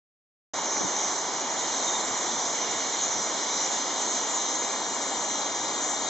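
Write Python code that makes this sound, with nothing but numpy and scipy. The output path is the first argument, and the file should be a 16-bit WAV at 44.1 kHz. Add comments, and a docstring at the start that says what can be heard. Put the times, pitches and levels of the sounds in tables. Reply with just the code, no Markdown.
"""A big starling roost squeals and chatters under an iron river bridge at dusk: thousands of short
gliding, buzzing notes blur in the arch's echo, and a few nearer birds stand out. Town traffic roars
evenly, a light breeze buffets the camera's two microphone ports, and one dry tick sounds close by.
The sound starts half a second in, narrow and deeply notched; later the camera swings to the right."""
import sys
import numpy as np
from scipy import signal
from scipy.fft import rfft, irfft
from scipy.io import wavfile

SR = 44100
rng = np.random.default_rng(int(sys.argv[2]) if len(sys.argv) > 2 else 0)


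def materialize(psi):
    """Save the field psi as 16-bit PCM at rate SR to the path in sys.argv[1].

    A 1-D psi becomes a single channel; in a 2-D psi each row is a channel.
    """
    bounded = np.clip(np.atleast_2d(psi).T, -1, 1)
    quanta = np.round(bounded * 32767).astype(np.int16)
    wavfile.write(sys.argv[1], SR, quanta)


N = 268569
TIME_S = np.arange(N) / SR
BINS_HZ = np.fft.rfftfreq(N, 1 / SR)


def gain_of(db):
    """Decibels to amplitude."""
    return 10 ** (np.asarray(db) / 20)


def unit_rms(x):
    """Scales to rms 1."""
    return x / np.sqrt(np.mean(x ** 2) + 1e-20)


def at_hz(points, hz=BINS_HZ):
    """Interpolates a spectrum table over log frequency."""
    knots_hz, values = np.transpose(points)
    return np.interp(np.log(hz + 1), np.log(knots_hz + 1), values)


def at_time(points, t=TIME_S):
    """Interpolates a time table."""
    return np.interp(t, *np.transpose(points))


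def add(mix, start_s, sound):
    """Mixes a sound in at start_s."""
    part = mix[max(round(start_s * SR), 0):][:len(sound)]
    part += sound[:len(part)]


def band_noise(centre_hz, width_hz, size=N):
    """Noise in a bell-shaped band, rms 1."""
    hz = np.fft.rfftfreq(size, 1 / SR)
    bell = np.exp(-((hz - centre_hz) / width_hz) ** 2)
    return unit_rms(irfft(rfft(rng.standard_normal(size)) * bell, size))


def stereo_noise(spectrum):
    """Two independent noises, shaped by rows of Hz and dB."""
    return irfft(rfft(rng.standard_normal((2, N))) * gain_of(at_hz(spectrum)), N)


def arch_echo(pair, t60_s, wet_db, build_s=0.022):
    """The vault returns a dense tail, a different one to each side."""
    t = TIME_S[:SR]
    tail = rng.standard_normal((2, SR)) * gain_of(-60 * t / t60_s) * (1 - np.exp(-t / build_s))
    tail /= np.linalg.norm(tail, axis=1, keepdims=True)
    wet = gain_of(wet_db)
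    return (pair + wet * signal.fftconvolve(pair, tail, axes=1)[:, :N]) / np.sqrt(1 + wet ** 2)


def traffic(flutter_db=0.22, flutter_hz=14, trim_db=0.88):
    """Tyre roar and street rumble, slightly uneven."""
    # Each row: time in seconds, level in dB before trim.
    levels = [(0.55, -33), (1.5, -34), (2.03, -32.5), (2.5, -34), (3.4, -34), (6.08, -34)]
    # Each row: frequency in Hz, relative density in dB.
    spectrum = [(25, -42), (45, -40.5), (70, -27), (125, -21), (200, -10), (285, -3), (400, -4),
                (550, -3.5), (930, 1.5), (1200, -4), (1600, -9.5), (2200, -8.5), (3200, -25.5), (8000, -38)]
    roar = unit_rms(stereo_noise(spectrum))
    return roar * gain_of(at_time(levels) + trim_db + flutter_db * band_noise(0, flutter_hz))


def chirps(count=1500, mean_length_s=.04, glide_hz=700, buzz_hz=321):
    """Short gliding, buzzing bird notes at random times and pitches."""
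    out = np.zeros(N)
    for when, pitch, span, trill in rng.random((count, 4)):
        glide, buzz = rng.standard_normal(2)
        t = TIME_S[:int(SR * mean_length_s * (.5 + span))]
        progress = t / t[-1]
        vibrato_hz = buzz_hz * buzz * np.sin(2 * np.pi * (70 + 200 * trill) * t)
        hz = 1800 + 6500 * pitch + glide_hz * glide * (progress - .5) + vibrato_hz
        note = np.sin(2 * np.pi * np.cumsum(hz) / SR)
        add(out, when * N / SR, progress * (1 - progress) * note)
    return unit_rms(out)


def roost(far_db=0.5, wander_db=.5, wander_hz=4.4, flurry_spread_hz=450):
    """Echoing notes over a blur of far birds; flurries swell as groups call together."""
    # Each row: time in seconds, gain of all registers in dB.
    activity = [(0.55, -2.5), (1.0, -0.7), (1.6, -0.7), (2.4, -0.34), (4.3, 0.3), (4.9, -1.3), (6.08, -0.7)]
    # Chatter, whistles, squeals, shrieks. 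Each row: centre in Hz, spread in Hz, level in dB, drift in dB/s.
    registers = [(2520, 530, -39.5, 0), (4264, 607, -34.5, 0.12), (6080, 546, -30.5, -0.5),
                 (6994, 613, -36.5, 0.27)]
    # Each row: middle in seconds, length in seconds, pitch in Hz, peak level in dB.
    flurries = [ (0.737, .26, 5950, -32.5), (0.922, 0.72, 2370, -45), (1.95, 0.79, 7130, -37),
                (2.66, 0.49, 2660, -39), (3.598, .2, 5870, -29.5), (3.73, .34, 2480, -38.5),
                (3.74, 0.17, 7100, -36.5), (4.06, 0.27, 7000, -36.5), (4.328, 0.25, 6900, -33.5),
                (4.57, 0.39, 6560, -33), (4.964, 0.095, 6750, -34.5), (5.342, 0.4, 6240, -32),
                (5.908, 0.46, 6560, -34.5)]
    notes = unit_rms(arch_echo(np.array([chirps(), chirps()]), t60_s=0.8, wet_db=0.5))
    far_birds = np.array([band_noise(3500, 5100) for side in range(2)])
    flock = notes + gain_of(far_db) * far_birds
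    hz, t, frames = signal.stft(flock, SR, nperseg=512, noverlap=384)
    power = np.mean(abs(frames) ** 2, axis=(0, 2))

    def group(centre_hz, spread_hz, gain):
        """Power gain over frequency and time for the birds around one pitch."""
        bell = np.exp(-.5 * ((hz - centre_hz) / spread_hz) ** 2)
        return np.outer(bell * power.sum() / (bell @ power), gain ** 2)

    power_gain = 0
    for centre_hz, spread_hz, db, drift_db_per_s in registers:
        trend_db = db + at_time(activity, t) + drift_db_per_s * (t - t.mean())
        wander = np.interp(t, TIME_S, band_noise(0, wander_hz))
        power_gain += group(centre_hz, spread_hz, gain_of(trend_db + wander_db * wander))
    for middle_s, length_s, pitch_hz, db in flurries:
        swell = np.cos(np.pi * np.clip((t - middle_s) / length_s, -.5, .5))
        power_gain += group(pitch_hz, flurry_spread_hz, gain_of(db) * swell)
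    _, voices = signal.istft(frames * np.sqrt(power_gain), SR, nperseg=512, noverlap=384)
    return voices[:, :N] / flock.std()


def breeze(gust_db=4.0, gust_hz=7.6):
    """Random eddies rumble on each port separately."""
    # Each row: time in seconds, level in dB.
    levels = [(0.55, -59.5), (1.5, -74), (2.1, -57), (3.2, -55), (3.6, -64), (4.4, -72), (5.4, -55.5),
              (6.09, -62.5)]
    # Each row: frequency in Hz, relative density in dB.
    spectrum = [(25, -37), (45, -21.5), (80, -2), (140, 1.5), (300, -5), (600, -14), (1200, -23),
                (4000, -52.5)]
    air = stereo_noise(spectrum)
    eddies = gain_of(gust_db * band_noise(0, gust_hz))
    return unit_rms(air * eddies) * gain_of(at_time(levels))


def near_birds(rasp_scale=.8, rasp_rate_hz=330):
    """Squeals and thin whistles: gliding tones, made raspy by pitch jitter."""
    # Each row: start and length in seconds, pitch and glide in Hz, dry level in dB, unscaled rasp in Hz.
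    calls = [ (0.655, .05, 6050, -100, -35, 200), (0.80, .07, 6150, -400, -36, 300),
             (1.46, .05, 5500, 150, -38, 250), (1.862, .04, 3680, -30, -34, 45),
             (1.91, .07, 3670, 0, -38, 45), (2.38, .07, 4750, -400, -40, 250),
             (3.00, .075, 6700, 250, -31, 220), (3.36, .08, 5550, -150, -35, 300),
             (3.56, .09, 5850, -100, -35, 300), (4.00, .07, 7000, 300, -37, 400),
             (4.33, .05, 6860, 0, -33, 100), (5.81, .04, 6930, 60, -37, 120),
             (5.86, .08, 7300, -100, -38, 300), (6.055, .05, 3790, 0, -37, 75)]
    out = np.zeros(N)
    for start_s, length_s, pitch_hz, glide_hz, db, rasp_hz in calls:
        progress = np.linspace(0, 1, int(SR * length_s))
        jitter_hz = rasp_scale * rasp_hz * band_noise(0, rasp_rate_hz, size=16384)[:len(progress)]
        hz = pitch_hz + glide_hz * (progress - .5) + jitter_hz
        note = np.sin(2 * np.pi * np.cumsum(hz) / SR)
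        swell = np.sqrt(4 * progress * (1 - progress))
        add(out, start_s, gain_of(db) * unit_rms(note * swell))
    return arch_echo(np.array([out, .5 * out]), t60_s=0.63, wet_db=-7)


def tick():
    """One dry tick close by: a noise burst that dies at once."""
    # In order: start in seconds, centre in Hz, width in Hz, initial rms in dB, t60 in seconds.
    burst = (0.767, 2000, 1050, -26.5, .025)
    start_s, centre_hz, width_hz, db, t60_s = burst
    out, t = np.zeros(N), TIME_S[:4096]
    add(out, start_s, band_noise(centre_hz, width_hz, size=len(t)) * gain_of(db - 60 * t / t60_s))
    return out


def puffs():
    """The strongest eddies buffet each port separately; faster air sounds higher."""
    # Each row: start in seconds, length in seconds, level in dB, frequency factor on the spectrum.
    eddies = [ (0.801, 0.027, -28.5, 1.65), (0.825, 0.048, -31.5, 1.42), (3.131, 0.1, -40.5, 1.07)]
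    # Each row: frequency in Hz, relative density in dB.
    spectrum = [(25, -26), (45, -20), (80, -8), (130, 1), (200, 3), (330, -5), (600, -11), (1200, -25),
                (4000, -57)]
    out = np.zeros((2, N))
    hz = np.fft.rfftfreq(SR, 1 / SR)
    t = TIME_S[:SR] - .5  # one second, centred on the puff
    for start_s, length_s, db, pitch_factor in eddies:
        swell = np.cos(np.pi * np.clip(t / length_s, -.5, .5)) ** 2
        colour = gain_of(at_hz(spectrum, hz / pitch_factor))
        air = irfft(rfft(swell * rng.standard_normal((2, SR))) * colour)
        for port, rumble in zip(out, air):
            gain = gain_of(db) * np.linalg.norm(swell) / np.linalg.norm(rumble)
            add(port, start_s + length_s / 2 - .5, gain * rumble)
    return out


def microphone_ports(pair):
    """Two close ports hear mostly the same sound; the camera body shifts phase and level as it turns."""
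    # Each row: frequency in Hz, left-right coherence.
    coherence = [(30, .998), (280, .998), (450, .988), (750, .975), (1000, .94), (1550, .79), (2100, .88),
                 (2700, .83), (3200, .66), (3700, .79), (4400, .78), (5200, .58), (5900, .87), (6600, .88),
                 (7900, .66)]
    # Each row: frequency in Hz, left phase lead in radians.
    lead = [(250, 0), (650, .06), (950, .14), (1350, .11), (1700, .35), (2200, .53), (2850, 1.0),
            (3150, .65), (3400, 0), (5100, -.12), (5550, .42), (6500, .22), (7000, 0), (7700, -.27)]
    # Each row: frequency in Hz, left over right in dB.
    balance = [(300, 0), (1300, -.2), (2000, -3.3), (2550, -3.3), (3250, 2.7), (4000, -1), (4700, -2),
               (5350, -4.2), (6000, -1.4), (6900, -.1), (7900, -.6)]
    # A right turn puts the roost on the left. Each row: time in seconds, share of the turn.
    turn = [(2.8, 0), (4.0, 0.33), (5.2, 1.04), (6.09, 1.14)]
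    # Added at share 1. Each row: frequency in Hz, left over right in dB, left lead in radians.
    turn_shift = [(900, 0, 0), (2200, 2.4, 0), (2900, 3.4, .45), (3350, 3.8, -.45), (4900, 4.6, -.2),
                  (5400, 2.8, -.5), (5900, -.4, .1), (6800, 1.8, .65), (7450, 5.2, .5), (8000, 2, .1)]
    mid, side = rfft(pair)
    mid *= np.sqrt((1 + at_hz(coherence)) / 2)
    side *= np.sqrt((1 - at_hz(coherence)) / 2)

    def heard(tilt):
        """Left and right signals under opposite complex gains."""
        return irfft(np.array([(mid + side) * tilt, (mid - side) / tilt]), N)

    ahead = gain_of(at_hz(balance) / 2) * np.exp(.5j * at_hz(lead))
    hz, shift_db, shift_rad = np.transpose(turn_shift)
    shift = gain_of(np.interp(BINS_HZ, hz, shift_db) / 2) * np.exp(.5j * np.interp(BINS_HZ, hz, shift_rad))
    facing, turned = heard(ahead), heard(ahead * shift)
    return facing + at_time(turn) * (turned - facing)


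def scene():
    """Traffic and birds from across the water; tick and wind at the camera."""
    return microphone_ports(traffic() + roost() + near_birds()) + tick() + puffs() + breeze()


def record(dry, camera_rate_hz=16000, start_s=0.535, fade_s=0.003, cutoff_hz=8200):
    """Notch filters at the camera's low sample rate, an abrupt start, then the band limit."""
    # Each row: centre in Hz, width in Hz.
    notches = [(2605, 796), (4603, 750), (5432, 585), (7912, 266)]
    response = np.ones(len(BINS_HZ), complex)
    for centre_hz, width_hz in notches:
        b, a = signal.iirnotch(centre_hz, centre_hz / width_hz, camera_rate_hz)
        response *= signal.freqz(b, a, BINS_HZ, fs=camera_rate_hz)[1]
    notched = irfft(rfft(dry) * response, N)
    fade_in = np.clip((TIME_S - start_s) / fade_s, 0, 1)
    lowpass = signal.firwin(241, cutoff_hz, window=("kaiser", 9), fs=SR)
    return signal.oaconvolve(notched * fade_in, lowpass[None], "same")


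dry = scene()
out = record(dry)
materialize(out)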